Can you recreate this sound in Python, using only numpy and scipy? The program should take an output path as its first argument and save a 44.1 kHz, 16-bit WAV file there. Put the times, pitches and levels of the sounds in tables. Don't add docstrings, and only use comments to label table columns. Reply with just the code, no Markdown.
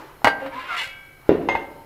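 import sys
import numpy as np
from scipy import signal
from scipy.fft import rfft, irfft
from scipy.io import wavfile
from scipy.ndimage import uniform_filter1d

SR = 44100
rng = np.random.default_rng(int(sys.argv[2]) if len(sys.argv) > 2 else 0)


def master_out(mix):
    frames = np.transpose(np.atleast_2d(mix))
    ceiling = np.clip(frames, -1, 1)
    pcm = np.round(ceiling * 32767).astype(np.int16)
    wavfile.write(sys.argv[1], SR, pcm)


def elevation(decibels):
    levels = np.asarray(decibels, float)
    return 10 ** (levels / 20)


N = 81585
TIME = np.arange(N) / SR
SCATTER_DB = 2.5

# f/Hz, level/dB
DULL_COLOUR = [(59, -39), (100, -12), (144, -7), (161, -25), (348, 2), (751, -8), (870, 1.5), (8000, -33.5),
               (10400, -50), (17600, -120)]
# t/s, peak level/dB, brightness/dB per octave
CLINK_BLOWS = [
    (1.4875, -7.5, 1),
    (1.5517, -10.5, -3.5),
    (1.5615, -27, 0),
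    (1.577, -39, -8),
    (1.598, -35, 4.5),
]


def unit(x):
    return x / np.sqrt(np.mean(x ** 2))


def walk(rate):
    hold = int(SR / rate)
    steps = np.repeat(rng.standard_normal(N // hold + 1), hold)
    return unit(uniform_filter1d(steps, hold)[:N])


def noise(colour, peaks_db=0., peak_hz=60.):
    hz, db = np.array(colour).T
    bins = np.arange(N // 2 + 1)
    crowd = peaks_db * walk(N / peak_hz)[:N // 2 + 1]
    gain = elevation(np.interp(np.log(bins * SR / N + 1), np.log(hz), db) + crowd)
    return unit(irfft(rfft(rng.standard_normal(N)) * gain, N))


def fade(t, t60):
    return (t >= 0) * np.exp(-np.log(1000) * np.maximum(t, 0) / t60)


def ramp(start, length):
    return np.clip((TIME - start) / length, 0, 1)


def swelling_note(at, hz, db, t60, rise_s):
    t = np.maximum(TIME - at, 0)
    swell = 1 - np.exp(-t / rise_s)
    return elevation(db) * fade(TIME - at, t60) * swell * np.sin(2 * np.pi * hz * t)


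def blows(events, modes, clatter, ring_db, clatter_db, clatter_t60, scatter_db,
          contact_s, punch_hz, punch_db, punch_s, damp_db):
    hz, db, t60 = np.array(modes).T[:, :, None]
    chance = rng.standard_normal((len(events), len(modes)))
    rattle = noise(clatter, peaks_db=3.5, peak_hz=120.0)
    out = np.zeros(N)
    for (at, peak_db, tilt_db), c in zip(events, chance):
        i = int(at * SR)
        out[i:] *= elevation(damp_db * (1 - fade(TIME[i:] - at, .03)))
        span = slice(i, i + SR // 2)
        t = np.maximum(TIME[span] - at, 0)
        octaves = np.log2(np.maximum(hz / punch_hz, 1))
        strength = elevation(db + ring_db + tilt_db * octaves + scatter_db * c[:, None])
        ring = -(strength * fade(t, t60) * np.sin(2 * np.pi * hz * t)).sum(axis=0)
        pulse = t / punch_s * np.exp(1 - t / punch_s)
        punch = -elevation(punch_db) * pulse * np.sin(2 * np.pi * punch_hz * t)
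        puff = elevation(clatter_db + tilt_db) * fade(t, clatter_t60) * rattle[span]
        onset = (1 - np.exp(-t / contact_s)) ** 2
        out[span] += elevation(peak_db) * ((ring + puff) * onset + punch)
    return out


def room_floor():
    # f/Hz, level/dB
    colour = [(25, 16), (100, -0.5), (350, -4), (900, -10), (2000, -10.5), (4000, -20), (7000, -25),
              (13000, -18.5), (16000, -24)]
    return elevation(-50 + 0.47 * walk(5.6)) * noise(colour, peaks_db=3.0, peak_hz=196.5)


def earlier_tail():
    return elevation(-40) * fade(TIME, 0.92) * noise(DULL_COLOUR)


def hum():
    return elevation(-65 + 1.5 * walk(11.0)) * np.sin(2 * np.pi * 141 * TIME)


def glove_rustle():
    end_s, rise_s = 1.292, 0.07
    return elevation(-48) * (TIME < end_s) * np.exp((TIME - end_s) / rise_s) * noise(DULL_COLOUR)


def room(x):
    t60_low_s, t60_high_s, delay_s = 1.0, .6, .006
    t = TIME[:SR]
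    lowpass = signal.butter(2, 900, fs=SR, output="sos")
    bandpass = signal.butter(1, [900, 5000], "bandpass", fs=SR, output="sos")
    low = signal.sosfilt(lowpass, rng.standard_normal(SR))
    high = signal.sosfilt(bandpass, rng.standard_normal(SR))
    echo = 2.0 * low * fade(t - delay_s, t60_low_s) + high * fade(t - delay_s, t60_high_s)
    echo = echo / np.sqrt(np.sum(high ** 2 * fade(t, t60_high_s) ** 2))
    return elevation(-24.5) * signal.fftconvolve(x, echo)[:N]


def sheet_ring():
    # f/Hz, level/dB, t60/s
    modes = [(574, -39.5, 1.5), (910, -39.5, 2.16), (1340, -46, 1.3), (1570, -40, 0.88), (2250, -51, 1.4)]
    first_s, second_s = CLINK_BLOWS[0][0], CLINK_BLOWS[1][0]
    sheet = sum(swelling_note(first_s, *mode, .02) for mode in modes)
    clear = swelling_note(first_s, 2111, -18, .5, 0.00037)
    return sheet + clear * elevation(-5 * ramp(second_s, .01))


def ticks():
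    # t/s, level/dB
    edges = [
        (0.2453, -15.5),
        (0.254, -25),
        (0.2694, -30),
        (0.4618, -56),
        (1.293, -35),
        (1.4872, -37),
    ]
    hiss = noise([(1500, -13), (3500, 13), (9000, -4), (16000, -8.5)])
    return hiss * sum(elevation(db) * fade(TIME - at, 0.0082) for at, db in edges)


def rocks():
    # t/s, f/Hz, level/dB, t60/s
    touches = [(1.298, 505, -14, 0.12), (1.300, 401, -8, .12), (1.321, 308, -16, 0.075),
               (1.330, 355, -11.5, 0.096), (1.346, 454, -13, .1), (1.358, 456, -20.5, 0.073),
               (1.398, 693, -28.5, 0.11), (1.409, 394, -27, 0.09), (1.410, 283, -22.5, .12),
               (1.428, 299, -24, .12), (1.452, 447, -29, .08), (1.456, 299, -22, 0.14)]
    return sum(swelling_note(*touch, 0.0018) for touch in touches)


def clinks():
    # f/Hz, level/dB, t60/s
    modes = [(554, -5, .2), (800, -3, .12), (910, -1, .11), (1002, -3, .12), (1340, -14, .2),
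             (1588, -13, .2), (1997, -6, .2), (2111, -12, .1), (2536, -10, .1), (2751, -13, .14),
             (3289, -21, .15), (3628, -20, .12), (4960, -28, .1), (6457, -29, .25)]
    # f/Hz, level/dB
    clatter = [(180, -3), (300, 3.5), (961, 1), (1460, -9.5), (2140, 1.5), (2280, -28), (2570, -8),
               (3890, -20), (16000, -63)]
    return blows(CLINK_BLOWS, modes, clatter, ring_db=-12.5, clatter_db=-16.5, clatter_t60=0.39,
                 scatter_db=SCATTER_DB, contact_s=0.0001, punch_hz=878, punch_db=-4.5, punch_s=0.0017,
                 damp_db=-2)


def thuds():
    # t/s, peak level/dB, brightness/dB per octave
    events = [
        (1.2921, -1.5, 2.5),
        (1.3165, -10.5, -7.5),
        (1.351, -32, -10),
        (1.360, -34.5, -13),
        (1.411, -25.5, 6),
        (1.455, -34, 7),
        (1.476, -21.5, -15),
    ]
    # f/Hz, level/dB, t60/s
    modes = [(83.7, -20.5, 0.69), (173.4, -4.5, 0.33), (287.4, -3, 0.35), (332.8, 5, 0.09),
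             (397, 1.5, 0.11), (433, 3, 0.12), (505, 3, 0.11), (531.5, -14, 0.33), (750, 2.5, 0.025),
             (2770, -32, 0.35), (3640, -41, 0.32)]
    # f/Hz, level/dB
    clatter = [(30, -30), (70, -12), (200, -9.5), (330, -1.5), (500, -9.5), (1050, -14.5), (2200, -23),
               (16000, -77.5)]
    return blows(events, modes, clatter, ring_db=-14.5, clatter_db=-21.5, clatter_t60=0.45,
                 scatter_db=-0.5, contact_s=0.0006, punch_hz=391, punch_db=0.5, punch_s=0.0012,
                 damp_db=-0.6)


def squeaks():
    # t/s, length/s, first slip rate/Hz, last slip rate/Hz, level/dB
    bursts = [(.403, .095, 275, 268, -29), (.405, .10, 137, 142, -36), (.522, .05, 455, 485, -33),
              (.545, .04, 136, 132, -37), (.562, .058, 485, 522, -27), (.63, .035, 305, 300, -44),
              (.682, .075, 765, 662, -25), (.732, .052, 660, 690, -26), (.715, .06, 390, 350, -37),
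              (.77, .075, 1015, 1000, -28), (.408, .04, 390, 415, -39), (.52, .04, 1130, 1165, -43),
              (.528, .025, 860, 850, -40), (.582, .06, 815, 845, -39), (.592, .03, 1185, 1170, -42),
              (.575, .02, 1400, 1390, -43), (.615, .032, 510, 505, -38), (.685, .035, 1255, 1290, -39),
              (.70, .055, 1030, 1040, -36), (.708, .06, 1100, 1095, -36), (.71, .025, 800, 820, -36),
              (.69, .065, 630, 595, -36), (.69, .045, 460, 478, -38), (.745, .035, 955, 970, -35),
              (.768, .045, 595, 582, -37), (.768, .025, 825, 815, -35), (.77, .035, 930, 880, -35),
              (.768, .085, 1305, 1310, -34), (.788, .04, 1490, 1495, -33), (.775, .045, 1720, 1690, -37),
              (.775, .05, 1800, 1750, -39), (.765, .085, 1445, 1415, -31), (.77, .035, 2250, 2200, -41),
              (.79, .038, 470, 445, -35), (.80, .055, 1115, 1125, -34)]
    partials_db = [-20, 0, -19, -24, -30]
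    out = np.zeros(N)
    wobble, flutter = .008 * walk(100), elevation(2.2 * walk(80))
    for at, length, first_hz, last_hz, db in bursts:
        u = ramp(at, length)
        shift = int(first_hz * 20)
        hz = last_hz + (first_hz - last_hz) * (1 - u) ** 2
        phase = 2 * np.pi * np.cumsum(hz * (1 + np.roll(wobble, shift))) / SR
        swell = np.sqrt(np.sin(np.pi * u) + 1e-12) * (u > 0) * (u < 1)
        tone = sum(elevation(d) * np.sin((k + 1) * phase) for k, d in enumerate(partials_db))
        out += elevation(db) * np.roll(flutter, shift) * swell * tone
    return out


def drag():
    # t/s, level/dB, speed/0-1
    path = [
        (0.378, -41, 0.4),
        (.47, -42, .1),
        (.51, -44.5, 0.19),
        (.60, -33.5, 0.25),
        (0.674, -36.5, 0.17),
        (.714, -30, 0.33),
        (0.759, -28, 0.32),
        (0.791, -27, 0.8),
        (0.859, -35.5, 0.95),
    ]
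    # f/Hz, level/dB
    slow_colour = [(150, -38.5), (400, -17.5), (700, -22), (1100, -7.5), (1700, -10.5), (2500, -10.5),
                   (4500, -29), (12000, -66)]
    fast_colour = [(150, -43), (470, -14.5), (1450, -6), (2100, 2), (3300, -4.5), (5500, -18.5),
                   (11000, -24), (15500, -34)]
    # f/Hz, level/dB, t60/s
    modes = [(545, -19, 3.0), (786, -21, 3.0), (1340, -13, .74), (1577, -1, .95), (1601, -12, .6),
             (1954, -8, .48), (2089, -12, .6), (2238, 0, 1.15), (2288, -2, 1.1), (2611, -3, .48),
             (2837, -4, .28), (2902, -1, .5), (3160, -20, .7), (3321, -6, .59)]
    at, db, speed = np.array(path).T
    release = np.minimum(1, np.exp((at[-1] - TIME) / 0.042))
    level = elevation(np.interp(TIME, at, db)) * ramp(at[0], 0.047) * release
    fast = np.clip(np.interp(TIME, at, speed), 0, 1)
    grit = elevation(1.75 * walk(250))
    slow_hiss = (1 - fast) * noise(slow_colour, peaks_db=4.5, peak_hz=69.9)
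    fast_hiss = fast * noise(fast_colour, peaks_db=5.0, peak_hz=70.4)
    hiss = level * grit * (slow_hiss + fast_hiss)

    push = unit(level * fast ** 3 * grit * rng.standard_normal(N))
    free_s = .95
    ring = 0
    for hz, mode_db, t60 in modes:
        pole = np.exp(2j * np.pi * hz / SR - np.log(1000) / (t60 * SR))
        mode = signal.lfilter([1], [1, -pole], push)
        scale = fade(free_s - at[-1], t60) / np.abs(mode[int(free_s * SR)])
        ring = ring + elevation(mode_db) * mode.imag * scale
    return hiss, elevation(-38) * ring


def knocks():
    # t/s, peak level/dB, brightness/dB per octave
    events = [
        (.2185, -32, -7),
        (.2452, -1.5, 3),
        (.2535, -7.5, -15),
        (.261, -20, -5),
        (.2693, -7, -2),
        (.2715, -5.5, 0.5),
        (.2825, -8.5, -15),
        (.4612, -20, -1.5),
    ]
    # f/Hz, level/dB, t60/s
    modes = [(300, -3, .1), (420, -7, .15), (635, -5, .06), (805, 2, .16), (920, -3, .16), (1132, -7, .06),
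             (1240, -8, .1), (140, -14, .2), (1906, -6, .06), (2080, -6, .07), (2606, -24, .1),
             (2885, -5, .19), (3192, -22, .15), (4678, -20, .18)]
    # f/Hz, level/dB
    clatter = [(60, -31), (330, 0), (800, 2), (2000, 2), (3000, -10), (4200, -15.5), (6000, -26.5),
               (15000, -36)]
    rattling = blows(events[:-1], modes, clatter, ring_db=-18.0, clatter_db=-13.5, clatter_t60=0.13,
                     scatter_db=SCATTER_DB, contact_s=0.00028, punch_hz=821, punch_db=0, punch_s=0.0006,
                     damp_db=-1.0)
    bell_s = .258
    bell = elevation(-17) * fade(TIME - bell_s, .55) * ramp(bell_s, 0.0036) * np.sin(2 * np.pi * 1577 * TIME)
    grip = elevation(-9 * ramp(.408, 0.012))
    last = blows(events[-1:], modes, clatter, ring_db=-18.0, clatter_db=-8.0, clatter_t60=0.061,
                 scatter_db=SCATTER_DB, contact_s=0.00062, punch_hz=810, punch_db=-2.5, punch_s=0.00061,
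                 damp_db=0)
    return (rattling + bell) * grip + last


def scene():
    hiss, drag_ring = drag()
    near = knocks() + ticks() + squeaks() + hiss + thuds() + clinks() + rocks()
    ring = drag_ring + sheet_ring()
    background = room_floor() + earlier_tail() + hum() + glove_rustle()
    return (near + room(near) + ring + background)[None]


def band_limit(x):
    return signal.sosfilt(signal.butter(12, 16370, fs=SR, output="sos"), x)


def record(dry):
    rumble_cut = signal.butter(1, 30, "highpass", fs=SR, output="sos")
    top_cut = signal.ellip(8, .1, 60, 15500, fs=SR, output="sos")
    clipped = np.clip(signal.sosfilt(rumble_cut, dry), -.99, .99)
    mix = signal.sosfilt(top_cut, clipped)
    return band_limit(mix)


dry = scene()
out = record(dry)
master_out(out)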